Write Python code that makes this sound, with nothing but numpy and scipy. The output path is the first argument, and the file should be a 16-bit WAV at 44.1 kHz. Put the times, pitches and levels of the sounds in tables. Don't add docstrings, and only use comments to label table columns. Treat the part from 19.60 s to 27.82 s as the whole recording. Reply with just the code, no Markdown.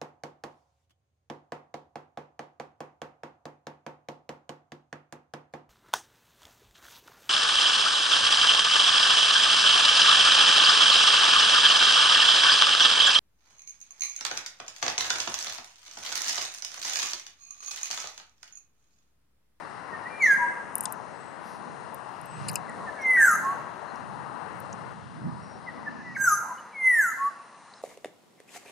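import sys
import numpy as np
from scipy import signal
from scipy.fft import rfft, irfft, next_fast_len
from scipy.io import wavfile
from scipy.ndimage import uniform_filter1d

SR = 44100
rng = np.random.default_rng(int(sys.argv[2]) if len(sys.argv) > 2 else 0)


def attenuation_scalar(level_db):
    decades = np.asarray(level_db, float) / 20
    return 10 ** decades


def unload_wav(signal):
    wavfile.write(
        sys.argv[1],
        SR,
        np.round(np.clip(np.atleast_2d(signal).T, -1, 1) * 32767).astype(np.int16),
    )


N = 362502
FRAME = next_fast_len(N, True)
HZ = np.fft.rfftfreq(FRAME, 1 / SR)

RISE_TONES = [-3, -10, -6, -8, -7, -9, -3, 1.5, -5, -8, -8]


def read(points, hz):
    f, db = np.transpose(points)
    return np.interp(np.log(hz + 1), np.log(f), db)


def follow(curve):
    return attenuation_scalar(np.interp(np.arange(N) / SR, *np.transpose(curve)))


def unit(x):
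    return x / np.sqrt(np.mean(x ** 2))


def noise(gain):
    return unit(irfft(rfft(rng.standard_normal(FRAME)) * gain, FRAME))


def walk(rate):
    k = int(SR / rate)
    steps = np.repeat(rng.standard_normal(N // k + 1), k)
    return 1.3 * uniform_filter1d(uniform_filter1d(steps, k), k)[:N]


def pan(db):
    return attenuation_scalar(np.array([[db], [-db]]) / 2)


def housing(depth):
    # centre_hz, width_hz, level_db
    modes = [(2747, 330, 7), (4086, 410, 7), (5050, 980, 2.5), (6600, 600, -1), (9020, 770, 11)]
    return attenuation_scalar(depth * sum(db / (1 + (2 * (HZ - hz) / width) ** 2) for hz, width, db in modes))


def restless(points, like, flicker_db, rate, count=1):
    f, out = np.array(points)[:, 0], 0
    colour = attenuation_scalar(read(points, HZ)) * housing(0.97)
    mid = rfft(noise(colour)) * np.sqrt(1 + np.clip(like, -1, 1))
    side = rfft(noise(colour)) * np.sqrt(1 - np.clip(like, -1, 1))
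    ports = np.array([mid + side, mid - side])
    for octave in range(int(count * np.log2(f[0])), int(count * np.log2(f[-1])) + 2):
        share = np.clip(1 - np.abs(count * np.log2(HZ + 1) - octave), 0, 1)
        out = out + attenuation_scalar(flicker_db * walk(rate)) * irfft(ports * share, FRAME)[:, :N]
    return unit(out)


def far_hum():
    # freq_hz, level_db per Hz
    hum = [(80, -23), (200, -3), (400, -8.5), (600, -4.5), (1000, 3), (1500, -5), (2000, -6.5),
           (2500, -24.5), (3500, -43)]
    # time_s, level_db
    swell = [(0, -50), (1, -48), (1.3, -53.5), (2.8, -56), (3.1, -47), (4, -46), (4.6, -57), (5.7, -59),
             (6.8, -46.5), (7.15, -49.5), (7.8, -52.5), (8.22, -54)]
    return follow(swell) * restless(hum, 1.0, 1.16, 4.9) * pan(1.5)


def road():
    # freq_hz, level_db per Hz
    roar = [(120, -20), (250, -9.5), (550, -5), (980, 0), (1400, -7), (1950, -12), (2400, -26.5),
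            (3500, -34), (7000, -38), (12000, -46)]
    # time_s, level_db
    road_level = [(0, -35.5), (1.3, -38), (4.3, -35.5), (5.325, -36.5), (5.34, -42), (6, -41.5), (6.3, -39),
                  (6.5, -50), (6.8, -56), (8.22, -60)]
    return follow(road_level) * restless(roar, 0.63, 1.74, 9) * np.array([[1], [attenuation_scalar(-20)]])


def gusts():
    # centre_s, width_s, wind_rise_db, leaf_rise_db
    passing = [
        (1.25, .12, 5, 6),
        (2.85, .12, 8, 10),
        (3.2, .15, 3, 2.5),
        (3.7, .2, 0.6, 6),
        (0.75, .2, 1.5, 3),
        (5.1, .3, 1.1, 2),
        (4.6, .15, 4, 0.1),
        (5.67, .06, 10, -2),
        (7.45, .1, 8, 1.1),
    ]
    t = np.arange(N) / SR
    return sum(np.exp(-((t - s) / width) ** 2) * np.array([[wind_db], [leaf_db]])
               for s, width, wind_db, leaf_db in passing)


def wind(gust_db):
    # freq_hz, level_db per Hz
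    buffeting = [(20, -21), (45, -40), (80, -11.5), (130, -1), (210, 0), (300, -6.5), (450, -23),
                 (800, -24)]
    # time_s, level_db
    breeze = [(0, -50), (4.3, -49), (5.4, -45.5), (6.5, -47), (7.05, -59), (7.15, -68), (8.22, -70)]
    left, right = restless(buffeting, 0.68, 3.7, 6)
    lag_rad = 1.95
    right = np.real(signal.hilbert(right, FRAME)[:N] * np.exp(1j * lag_rad))
    return follow(breeze) * attenuation_scalar(gust_db) * np.array([left, right]) * pan(-2.9)


def leaves(gust_db):
    # freq_hz, level_db per Hz
    hiss = [(1500, -10), (2500, 4), (4000, -1), (6000, 0), (7500, -5.5), (9500, -5.5), (11000, -8.5),
            (13000, -20), (16000, -36)]
    return attenuation_scalar(-61.6 + gust_db) * restless(hiss, 0.67, 2.6, 4, count=3) * pan(1.2)


def thin(soft):
    # start_s, end_s, centre_hz, width_hz, level_db
    tones = [(1.5, 1.8, 7960, 140, -66.5), (1.8, 2.42, 9100, 200, -69), (2.63, 2.85, 8050, 150, -59),
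             (3.405, 3.445, 5800, 200, -56), (3.405, 3.445, 5400, 150, -57), (3.17, 3.27, 1070, 90, -42.5),
             (4.27, 4.33, 4160, 150, -62), (5.78, 6.03, 5600, 94, -65), (6.8, 6.97, 970, 210, -41),
             (6.975, 7.01, 2950, 55, -55.5), (8.14, 8.2, 5200, 100, -63), (1.83, 1.99, 5300, 1500, -62),
             (1.79, 2.02, 10300, 2200, -64.5)]
    out = np.zeros(N)
    for start, end, hz, width, db in tones:
        i = np.arange(int(start * SR), min(int(end * SR), N))
        swell = np.clip(np.minimum(i - i[0], i[-1] - i) / len(i) / soft, 0, 1)
        gain = np.exp(-((np.fft.rfftfreq(SR, 1 / SR) - hz) / width) ** 2)
        band = unit(irfft(rfft(rng.standard_normal(SR)) * gain, SR))
        out[i] += attenuation_scalar(db) * swell * band[:len(i)]
    return out


def snaps(q, thick_q, tail_db, tail_s):
    # time_s, peak_db, centre_hz, ring_t60_s
    clean = [(1.1546, -12.5, 10500, 0.004), (1.1818, -23, 11500, .002), (1.1843, -30, 10500, .004),
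             (1.2081, -16.5, 10000, .006), (1.2362, -27, 10000, .012), (1.2455, -32, 11000, .008),
             (1.2547, -20, 8500, .008), (1.2564, -17, 7200, .008), (1.2559, -35, 3600, 0.012),
             (1.2557, -31, 5300, .012), (1.3238, -20.5, 10400, 0.014), (2.345, -31, 12000, .008),
             (2.614, -42, 10000, .01), (2.6584, -42, 11000, .01), (2.894, -27, 9500, 0.008),
             (2.8986, -31, 10000, .006), (2.9138, -36, 9500, .012), (2.9145, -40, 12500, .008),
             (2.919, -41, 12000, .006), (2.9385, -39, 6400, .012), (2.9562, -27, 6300, .014),
             (2.9318, -33, 11000, .004), (2.9458, -35, 12000, .008), (2.9561, -15, 7900, 0.01),
             (2.9563, -22, 10300, .008), (2.9558, -29, 2700, .03), (2.957, -33, 4900, .03),
             (3.096, -41.5, 8000, .01), (3.4185, -45, 9000, .008), (3.419, -46, 11800, .008),
             (5.002, -37, 11600, .01)]
    # time_s, peak_db, centre_hz, ring_t60_s
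    crackles = [
        (1.227, -38, 8500, .006),
        (2.8841, -21.5, 8800, .004),
        (2.8841, -28, 4400, 0.012),
        (2.8845, -35, 2750, .012),
        (2.894, -34, 4700, .015),
        (2.8935, -38, 2100, .012),
    ]
    # time_s, peak_db, centre_hz, ring_t60_s
    ticks = [
        (3.8492, -40, 6940, .01),
        (4.3575, -45, 5700, .02),
        (4.3575, -49, 9800, .01),
        (5.1277, -33.5, 6260, 0.013),
        (8.137, -44, 4150, .015),
    ]
    twigs = [(clean, 7.5, .0005), (crackles, 6.2, .0052), (ticks, 1.2, .001)]
    trip_s, bounce = .00043, .45
    echo = np.r_[1, np.zeros(int(trip_s * SR) - 1), -bounce]
    out, t = np.zeros((2, N)), np.arange(4000) / SR
    for rows, pan_db, length in twigs:
        for s, db, hz, t60 in rows:
            decay = attenuation_scalar(-60 * np.maximum(t - length, 0) / max(t60, .002))
            shape = decay + attenuation_scalar(tail_db - 60 * t / tail_s)
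            fibres = np.r_[3., -3., rng.standard_normal(len(t) - 2)]
            spread = q if hz > 6800 else thick_q
            edges = np.clip([hz / spread, hz * spread], 100, .45 * SR)
            ring = signal.sosfilt(signal.butter(3, edges, "band", fs=SR, output="sos"), fibres * shape)
            ring = signal.lfilter([1], echo, ring)
            i = int(s * SR)
            out[:, i:i + len(t)] += (attenuation_scalar(db) * ring / np.abs(ring).max() * pan(pan_db))[:, :N - i]
    return irfft(rfft(out, FRAME) * housing(.7) * attenuation_scalar(-1.5), FRAME)[:, :N]


def grove(x, tail_db, t60_s, leaf_db, leaf_t60_s, near_db, near_t60_s, split_hz, thin_hz, wide):
    # delay_s, level_db, left_minus_right_db
    echoes = [(.004, -14, 8.5), (.013, -14, -3), (.031, -21, 3), (.058, -22, -4), (.097, -22, -3),
              (.105, -24, 4), (.14, -25, 3), (.28, -31, -1.5)]
    t = np.arange(SR) / SR
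    mid, side = rng.standard_normal((2, SR))
    scatter = (mid + wide * side * np.array([[1], [-1]])) / np.sqrt(SR)
    onset = (1 - np.exp(-t / 0.051)) ** 2
    trunks = signal.sosfilt(signal.butter(1, thin_hz, "high", fs=SR, output="sos"), scatter)
    trunks = trunks * onset * attenuation_scalar(tail_db - 60 * t / t60_s)
    for delay, db, pan_db in echoes:
        trunks[:, int(delay * SR)] += attenuation_scalar(db) * pan(pan_db)[:, 0]
    foliage = scatter * (attenuation_scalar(leaf_db - 60 * t / leaf_t60_s) + attenuation_scalar(near_db - 60 * t / near_t60_s))
    low, high = (signal.butter(3, split_hz, kind, fs=SR, output="sos") for kind in ("low", "high"))
    response = signal.sosfilt(low, trunks) + signal.sosfilt(high, foliage)
    return x[0] + signal.fftconvolve(x[1:], response, axes=1)[:, :N]


def chirps():
    # start_s, length_s, first_hz, last_hz, peak_db
    glides = [(.315, .05, 1900, 1790, -36), (.435, .05, 1760, 2020, -38), (.465, .145, 2350, 2390, -49),
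              (3.375, .05, 2260, 2150, -46), (.778, .098, 980, 955, -27), (3.078, .036, 2060, 1780, -44),
              (3.262, .042, 1880, 1690, -35), (3.345, .085, 1820, 1570, -44), (3.81, .065, 855, 870, -37),
              (6.062, .042, 2130, 1830, -38.5), (6.258, .034, 1840, 1690, -31.5),
              (6.35, .075, 1800, 1620, -48), (6.425, .125, 2020, 1880, -44), (6.887, .048, 1070, 940, -36)]
    share = np.array([0, .45, .7, 1])
    edge_db = np.array([-16, 0, 0, -16])
    notes = [np.c_[s + length * share, first + (last - first) * share, db + edge_db]
             for s, length, first, last, db in glides]
    return notes, [(RISE_TONES, -4, -3, 3, (-3, -3))] * len(notes)


def sung():
    # time_s, pitch_hz, level_db
    swoop = [(0, 2400, -46), (.016, 2290, -30), (.034, 2140, -20), (.047, 2045, -15), (.058, 2035, -23),
             (.071, 1850, -15), (.083, 1720, -26), (.128, 1625, -12), (.17, 1580, -33)]
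    # time_s, pitch_hz, level_db
    fall = [(0, 2340, -60), (.035, 2185, -40), (.1, 2085, -28), (.158, 2035, -15.5), (.185, 1970, -23),
            (.27, 1749, -18.5), (.342, 1372, -28), (.366, 1360, -28), (.4, 1255, -40)]
    # time_s, pitch_hz, level_db
    fall_2 = [(.022, 2170, -46), (.08, 2083, -20.5), (.093, 2058, -25.5), (.125, 2050, -18.5),
              (.172, 1970, -23.5), (.21, 1860, -16), (.265, 1670, -18), (.315, 1390, -22),
              (.375, 1290, -28)]
    # time_s, pitch_hz, level_db
    hook = [(0, 2273, -48), (.012, 2200, -36), (.021, 1555, -28), (.036, 1595, -36), (.067, 1600, -21.5),
            (.082, 1600, -25), (.09, 1600, -38), (.097, 1575, -17), (.112, 1530, -30)]
    # time_s, pitch_hz, level_db
    slide = [(0, 1530, -29), (.013, 1440, -24), (.019, 1405, -14.5), (.027, 1385, -14.5), (.032, 1330, -25),
             (.048, 1249, -27), (.068, 1235, -19.5), (.09, 1225, -36), (.105, 1190, -52)]
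    # time_s, pitch_hz, level_db
    rise = [(0, 1080, -52), (.022, 1088, -36), (.046, 1102, -25), (.09, 1130, -23), (.116, 1149, -28),
            (.13, 1150, -48)]
    swoop_tones = [-1, -4, -12, -5, -4, -10, 2, 1.5, -7, -8, -12]
    fall_tones = [-3, -10, -7, 2.5, -19, -7, -2, -0.5, -9, -10, -12]
    hook_tones = [-10, -16, -2, 3.5, -3, -13, 0.4, 0.5, -14, -10, -12]
    slide_tones = [-3, -9, -1, 3.5, -7, -8, -6, 2, -6, -9, -12]
    # start s, stretch, level dB, harshness dB, share sent into the grove dB
    songs = [(swoop, swoop_tones, -11, (1.5, -5), [(.595, 1.001, 0.3, 2.5, 3)]),
             (fall_2, fall_tones, -0.6, (-12, 7), [(3.385, 1.001, 0.1, 2.5, -1.5)]),
             (fall, fall_tones, 0.4, (-7, 7), [(7.125, 1.001, 0.1, 1.2, 0.1)]),
             (hook, hook_tones, -3, (-10, 7), [(3.553, .95, 5, 5, 2.5), (6.548, 1.001, 0.1, 10, 3)]),
             (slide, slide_tones, -2.5, (-1.5, 4), [(3.66, 1.05, -3.5, 8.5, -1.5), (6.66, 1.001, 0.1, 8, 2.5)]),
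             (rise, RISE_TONES, -4, (-1.5, -5), [(3.813, 1.02, -1.1, -6, -4), (7.572, 1.001, 0.3, -4.5, -7)])]
    notes, manners = [], []
    for shape, tones_db, tilt_db, beak_db, rows in songs:
        s, hz, db = np.transpose(shape)
        for start, stretch, level_db, harsh_db, wet_db in rows:
            flat = .98 if shape is rise and start == rows[0][0] else 1
            notes.append(np.c_[start + stretch * s, flat * hz, db + level_db])
            manners.append((tones_db, harsh_db, tilt_db, wet_db, beak_db))
    return notes, manners


def birds(notes, manners, effort, rasp_db, rasp_hz, glide_db):
    # freq_hz, level_db
    throat = [(2000, -50), (3300, -57), (4200, -42), (5100, -43), (5900, -28), (6500, -21.5), (7200, -31.5),
              (8200, -33.5), (9300, -33), (10500, -28), (11300, -27), (12300, -32.5), (14300, -41),
              (16000, -60)]
    out = np.zeros((2, N))
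    flutter = noise(np.exp(-(HZ / rasp_hz) ** 2))
    whistle_hiss = attenuation_scalar(-36) * noise(np.exp(-(HZ / 1100) ** 2))
    waver = unit(uniform_filter1d(uniform_filter1d(flutter, 700), 700))
    k = np.arange(2, 13)[:, None]
    fade_s, effort_s = .0019, .03
    for note, (tones_db, harsh_db, tilt_db, wet_db, beak_db) in zip(notes, manners):
        s, *columns = np.transpose(note)
        i = np.arange(int(s[0] * SR), int(s[-1] * SR))
        hz, db = (uniform_filter1d(np.interp(i / SR, s, c), 160, mode="nearest") for c in columns)
        breath_db = np.minimum(uniform_filter1d(db, int(effort_s * SR), mode="nearest"), db + 6)
        phase = 2 * np.pi * np.cumsum(hz) / SR
        from_end_s = np.minimum(i - i[0], i[-1] - i) / SR
        edge = np.sin(np.pi / 2 * np.clip(from_end_s / fade_s, 0, 1)) ** 2
        strength_db = read(throat, k * hz) + np.c_[tones_db] + np.linspace(*beak_db, len(i))
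        strength_db += effort * (breath_db + 17.5)
        strength_db += harsh_db + tilt_db * np.log2(k * hz / 6500)
        strength_db += 3 * waver[(i + 9000 * k) % N]
        overtones = (attenuation_scalar(strength_db + breath_db) * np.sin(k * phase) * (k * hz < .4 * SR)).sum(axis=0)
        glide = np.clip(np.abs(np.gradient(hz)) * SR / 6000, 0, 1)
        rasp = attenuation_scalar(rasp_db + glide_db * glide) * flutter[i]
        whistle = attenuation_scalar(db) * (1 + whistle_hiss[i]) * np.sin(phase)
        voice = np.sqrt(2) * edge * (whistle + (1 + rasp) / np.sqrt(1 + rasp.var()) * overtones)
        out[:, i] += voice * attenuation_scalar([[0], [wet_db]])
    return out


def scene():
    wind_db, leaf_db = gusts()
    out = far_hum() + road() + wind(wind_db) + leaves(leaf_db)
    out += thin(soft=0.3) + snaps(q=1.22, thick_q=1.1, tail_db=-31, tail_s=0.1)
    song = birds(*sung(), effort=0.28, rasp_db=-11, rasp_hz=450, glide_db=10)
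    song += birds(*chirps(), effort=0.41, rasp_db=-4, rasp_hz=300, glide_db=3)
    return out + attenuation_scalar(0.17) * grove(song, tail_db=10.5, t60_s=0.66, leaf_db=7.5, leaf_t60_s=0.68, near_db=13.8,
                                   near_t60_s=0.16, split_hz=3130, thin_hz=1300, wide=0.68)


def gate(x, soft_db):
    # freq_hz, level_db per Hz
    quiet = [(2000, -128), (5000, -121), (7500, -120), (9000, -119), (10000, -114), (11000, -110),
             (12000, -107), (16000, -106)]
    # centre_hz, width_hz, level_db against the treble
    starved = [(3480, 330, -16), (4520, 400, -16), (7250, 260, -16)]
    hz, _, z = signal.stft(x, SR, "hann", 1024, 768, scaling="psd")
    power = uniform_filter1d(np.mean(np.abs(z) ** 2, axis=0), 6, axis=1) + 1e-18
    band = power[:-1].reshape(128, 4, -1).mean(axis=1)
    wander_db = 4 * unit(uniform_filter1d(rng.standard_normal(band.shape), 14, axis=1))
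    mid = hz[2::4, None]
    starve = sum(attenuation_scalar(2 * db) * (np.abs(mid - centre) < width / 2) for centre, width, db in starved)
    treble = uniform_filter1d(power[(hz > 5500) & (hz < 13000)].mean(axis=0), 8)
    limit = (attenuation_scalar(2 * read(quiet, mid)) + starve * treble) * attenuation_scalar(2 * wander_db)
    keep = np.clip(.5 + 10 * np.log10(band / limit) / soft_db, 0, 1) * (mid < 15980)
    keep = np.r_[np.repeat(keep, 4, axis=0), keep[-1:]]
    return signal.istft(z * keep, SR, "hann", 1024, 768, scaling="psd")[1][:, :N]


def low_pass(x):
    return signal.sosfilt(signal.butter(12, 16810, fs=SR, output="sos"), x)


def record(dry):
    return low_pass(gate(dry, soft_db=1.5))


dry = scene()
out = record(dry)
unload_wav(out)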